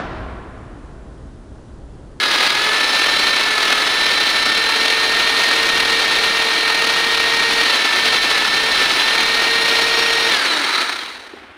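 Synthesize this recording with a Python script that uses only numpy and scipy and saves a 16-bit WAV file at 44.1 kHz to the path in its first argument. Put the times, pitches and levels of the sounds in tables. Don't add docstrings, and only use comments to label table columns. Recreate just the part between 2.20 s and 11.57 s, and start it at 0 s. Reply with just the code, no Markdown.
import sys
import numpy as np
from scipy import signal
from scipy.fft import rfft, irfft, next_fast_len
from scipy.io import wavfile

SR = 44100
rng = np.random.default_rng(int(sys.argv[2]) if len(sys.argv) > 2 else 0)


def to_wav(s):
    ch = np.atleast_2d(s).T
    pcm = np.round(np.clip(ch, -1, 1) * 32767)
    wavfile.write(sys.argv[1], SR, pcm.astype(np.int16))


N = 413216

# (frequency [Hz], relative density [dB])
LATHE_SPECTRUM = [(18, -55), (30, -21), (85, -7), (154, -28), (234, -4.5), (355, -3), (581, -12), (754, -6),
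                  (1000, -9), (1440, -5), (3150, -13.5), (7430, -38), (9150, -35), (12800, -50),
                  (15000, -48)]
DRAUGHT_SPECTRUM = [(10, -3), (30, 3), (60, -3), (110, -3), (170, 0.5), (230, -4.5), (330, -16), (800, -41)]
FAN_SPECTRUM = [(250, -4), (700, -1.5), (1500, -1.5), (2600, 2.5), (4400, 1), (4750, -4), (6100, -10),
                (7600, -18.5), (8900, -17.5), (10600, -19.5), (12800, -30), (15000, -23)]
# (frequency [Hz], width [Hz], relative level [dB])
KNOCK_MODES = [(336, 170, 3), (585, 300, -6), (1300, 1200, -24)]
HOUSING_MODES = [(340, 220, -4.5), (917, 365, -1.5), (1358, 310, 3), (1715, 320, 2.5), (2160, 650, 0.5),
                 (2450, 470, -14), (3220, 880, -9), (3750, 430, -6), (3970, 285, 4), (4390, 380, -4.5),
                 (5530, 2600, -13), (6660, 470, -35), (8530, 1570, -15)]
CLAMP_MODES = [(1285, 140, -1.5), (2160, 210, -5), (4020, 200, -1), (4520, 180, -7)]
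# (rate [Hz], width [Hz], relative level [dB])
FLUTTER_BANDS = [(42.53, 2.1, 1), (35, 21, -7.5), (11, 13, -9.5)]
# (time [s], level [dB], 60 dB decay [s])
KNOCKS = [(9.134, -28, .07), (9.164, -41, .04)]
# (time [s], length [s], pressure [0-1])
TOUCHES = [(-.134, 0.44, 0.99), (1.14, 0.45, .5), (2, 0.24, .16), (3.76, 0.098, 0.33), (4.252, 0.17, 0.16),
           (5.432, 0.26, 0.73), (5.911, .093, .54), (6.059, 0.15, .81), (6.503, 0.22, 0.73)]
# (time [s], speed [Hz])
FREE_SPEED = [(0, 441.2), (2.2, 446.2), (3.4, 454), (5.3, 456.6), (8.1, 458)]
# (shaft multiple, relative level [dB])
HUM_PARTIALS = [(1, 0), (2, -5), (3, -9)]
# (ball-pass multiple, shaft multiple, relative level [dB])
WHINE_PARTIALS = [(1, 0, 0), (1, -1, -15), (1, 1, -9), (1, 2, -10), (2, -3, -10), (1, 4, -8)]
OVERTONE_PARTIALS = [(2, 1, 0), (2, -1, -5), (2, 2, -11), (2, 3, -18)]
# (shaft speed [Hz], hum gain [dB], bearing overtone gain [dB], slot gain [dB])
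TONE_GAINS = [(150, -68, -34, -40), (290.4, -33, -41, -37), (335, -36, -28, -24), (385, -48, -37, -29),
              (408, -38, -32, -32), (429, -34.5, -36, -41), (435.5, -40, -29, -33.5),
              (440.6, -44, -26, -36.5), (446.1, -33.5, -26, -37.5), (455, -33.5, -29.5, -47),
              (457.8, -29.5, -29, -30.5)]


def undb(db):
    return np.exp(np.asarray(db) * (np.log(10) / 20))


def unit(x):
    return x / np.sqrt(np.mean(x ** 2))


def walk(rate_hz):
    t = np.arange(N) / SR
    steps = rng.standard_normal(N // 20)
    return unit(np.interp(t * rate_hz, np.arange(len(steps)), steps))


def colour(x, spectrum):
    hz, db = np.transpose(spectrum)
    size = next_fast_len(N, True)
    bins_hz = np.maximum(np.fft.rfftfreq(size, 1 / SR), 1)
    gain = undb(np.interp(np.log(bins_hz), np.log(hz), db))
    return unit(irfft(rfft(x, size) * gain, size)[:N])


def ring(x, modes):
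    out = 0
    for k, (hz, width_hz, db) in enumerate(modes):
        section = np.concatenate(signal.iirpeak(hz, hz / width_hz, SR))
        out = out + (-1) ** k * undb(db) * signal.sosfilt([section, section], x)
    return unit(out)


def no_bass(x, hz):
    return signal.sosfilt(signal.butter(6, hz, "highpass", fs=SR, output="sos"), x)


def hump(hz, centre_hz, width_hz):
    return 1 / (1 + ((hz - centre_hz) / width_hz) ** 2)


def grains(rate_hz, spread_db):
    hits = rng.random(N) < rate_hz / SR
    return hits * rng.standard_normal(N) * undb(spread_db * rng.standard_normal(N))


def tone(turns, multiple, slip_rad, waver_db):
    phase = 2 * np.pi * (multiple * turns + rng.random()) + slip_rad * walk(35)
    return np.sqrt(2) * np.sin(phase) * unit(undb(waver_db * walk(60)))


def lathe():
    churn = rng.standard_normal(N) * undb(1.6 * walk(80))
    return undb(-41) * colour(churn, LATHE_SPECTRUM)


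def knocks():
    t = np.arange(N) / SR
    blows = sum(undb(db - 60 * np.maximum(t - at_s, 0) / t60_s) * (t >= at_s)
                for at_s, db, t60_s in KNOCKS)
    return no_bass(blows * ring(rng.standard_normal(N), KNOCK_MODES), hz=230)


def draught(speed_ratio):
    gusts = speed_ratio ** 3 * undb(-44.5 + 1.7 * walk(5.1))
    return gusts * colour(rng.standard_normal(N), DRAUGHT_SPECTRUM)


def contact(rise_s, fall_s):
    t = np.arange(N) / SR
    pressure = 0
    for at_s, length_s, push in TOUCHES:
        rise = 1 - np.exp(-np.clip(t - at_s, 0, length_s) / rise_s)
        fall = np.exp(-np.maximum(t - at_s - length_s, 0) / fall_s)
        pressure = pressure + push * rise * fall
    return pressure


def shaft_speed_hz(sag_hz=35.49, off_s=8.094, drag_s=.925, friction_hz_per_s=151):
    t = np.arange(N) / SR
    free_hz = np.interp(t, *np.transpose(FREE_SPEED))
    driven_hz = free_hz - sag_hz * contact(rise_s=.118, fall_s=.219)
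    coast = np.exp(-np.maximum(t - off_s, 0) / drag_s)
    return np.maximum(driven_hz * coast - friction_hz_per_s * drag_s * (1 - coast), 1)


def grinding(pressure):
    grit = ring(grains(6000, spread_db=3), modes=[(2400, 3000, 0), (4200, 1500, -2)])
    bites = undb(4 * walk(200))
    return undb(-35) * pressure * unit(grit * bites)


def buzz(turns, shaft_hz, pressure):
    taps = np.diff(np.floor(turns + .035 * walk(50)), prepend=0)
    level_db = -32.5 + 4.5 * pressure + 13 * hump(shaft_hz, centre_hz=220, width_hz=49)
    return undb(level_db) * ring(taps * undb(2.9 * walk(300)), CLAMP_MODES)


def level_flutter(pressure):
    wobble = ring(rng.standard_normal(N), FLUTTER_BANDS)
    return undb((1.64 + .35 * pressure) * wobble + .5 * walk(300))


def rush(speed_ratio, pressure):
    flutter = level_flutter(pressure)
    turbulence = rng.standard_normal(N) + .43 * unit(grains(9000, spread_db=3))
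    air = colour(turbulence, FAN_SPECTRUM) * undb(.74 * walk(9))
    rattle = ring(grains(2500 + 7000 * speed_ratio, spread_db=1), HOUSING_MODES)
    air_share = .25 + .54 * speed_ratio ** 3
    blend = np.sqrt(air_share) * air + np.sqrt(1 - air_share) * rattle
    return undb(-17.5) * no_bass(flutter * blend, hz=222.4)


def motor(turns, shaft_hz, pressure, ball_passes_per_turn=4.066):
    hum = sum(undb(db) * tone(turns, k, slip_rad=.2 * k, waver_db=1.5) for k, db in HUM_PARTIALS)
    whine = sum(undb(db) * tone(turns, m * ball_passes_per_turn + k,
                                slip_rad=.3 + .15 * abs(k), waver_db=1.6 + .3 * abs(k))
                for m, k, db in WHINE_PARTIALS)
    overtones = sum(undb(db) * tone(turns, m * ball_passes_per_turn + k, slip_rad=.55, waver_db=2.4)
                    for m, k, db in OVERTONE_PARTIALS)
    slots = tone(turns, 12, slip_rad=.9, waver_db=2.5)
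    bars = tone(turns, 24, slip_rad=.45, waver_db=2)
    at_hz, *gains_db = np.transpose(sorted(TONE_GAINS))
    hum_db, overtone_db, slot_db = (np.interp(shaft_hz, at_hz, db) for db in gains_db)
    whine_db = -23 + 21.5 * np.log2(shaft_hz / shaft_hz.max())
    squeak_db = 16 * hump(shaft_hz, centre_hz=130, width_hz=18)
    brushes = undb(-46 - 7 * pressure + squeak_db) * bars
    bearing = undb(whine_db) * whine + undb(overtone_db) * overtones
    return undb(hum_db - 6 * pressure) * hum + bearing + undb(slot_db) * slots + brushes


def grinder(shaft_hz, speed_ratio, pressure, fade_below_hz=202, fade_db_per_octave=13):
    turns = np.cumsum(shaft_hz) / SR
    fade = undb(fade_db_per_octave * np.minimum(np.log2(shaft_hz / fade_below_hz), 0))
    rotor = motor(turns, shaft_hz, pressure) + buzz(turns, shaft_hz, pressure)
    return fade * (rotor + rush(speed_ratio, pressure))


def scene():
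    shaft_hz = shaft_speed_hz()
    speed_ratio = shaft_hz / shaft_hz.max()
    pressure = contact(rise_s=.054, fall_s=.054)
    tool = grinder(shaft_hz, speed_ratio, pressure) + draught(speed_ratio) + grinding(pressure)
    return (tool + lathe() + knocks())[None]


def record(dry, ceiling=.8, cutoff_hz=15550):
    rounded = dry / (1 + (np.abs(dry) / ceiling) ** 6) ** (1 / 6)
    return signal.sosfilt(signal.ellip(12, .1, 80, cutoff_hz, fs=SR, output="sos"), rounded)


dry = scene()
out = record(dry)
to_wav(out)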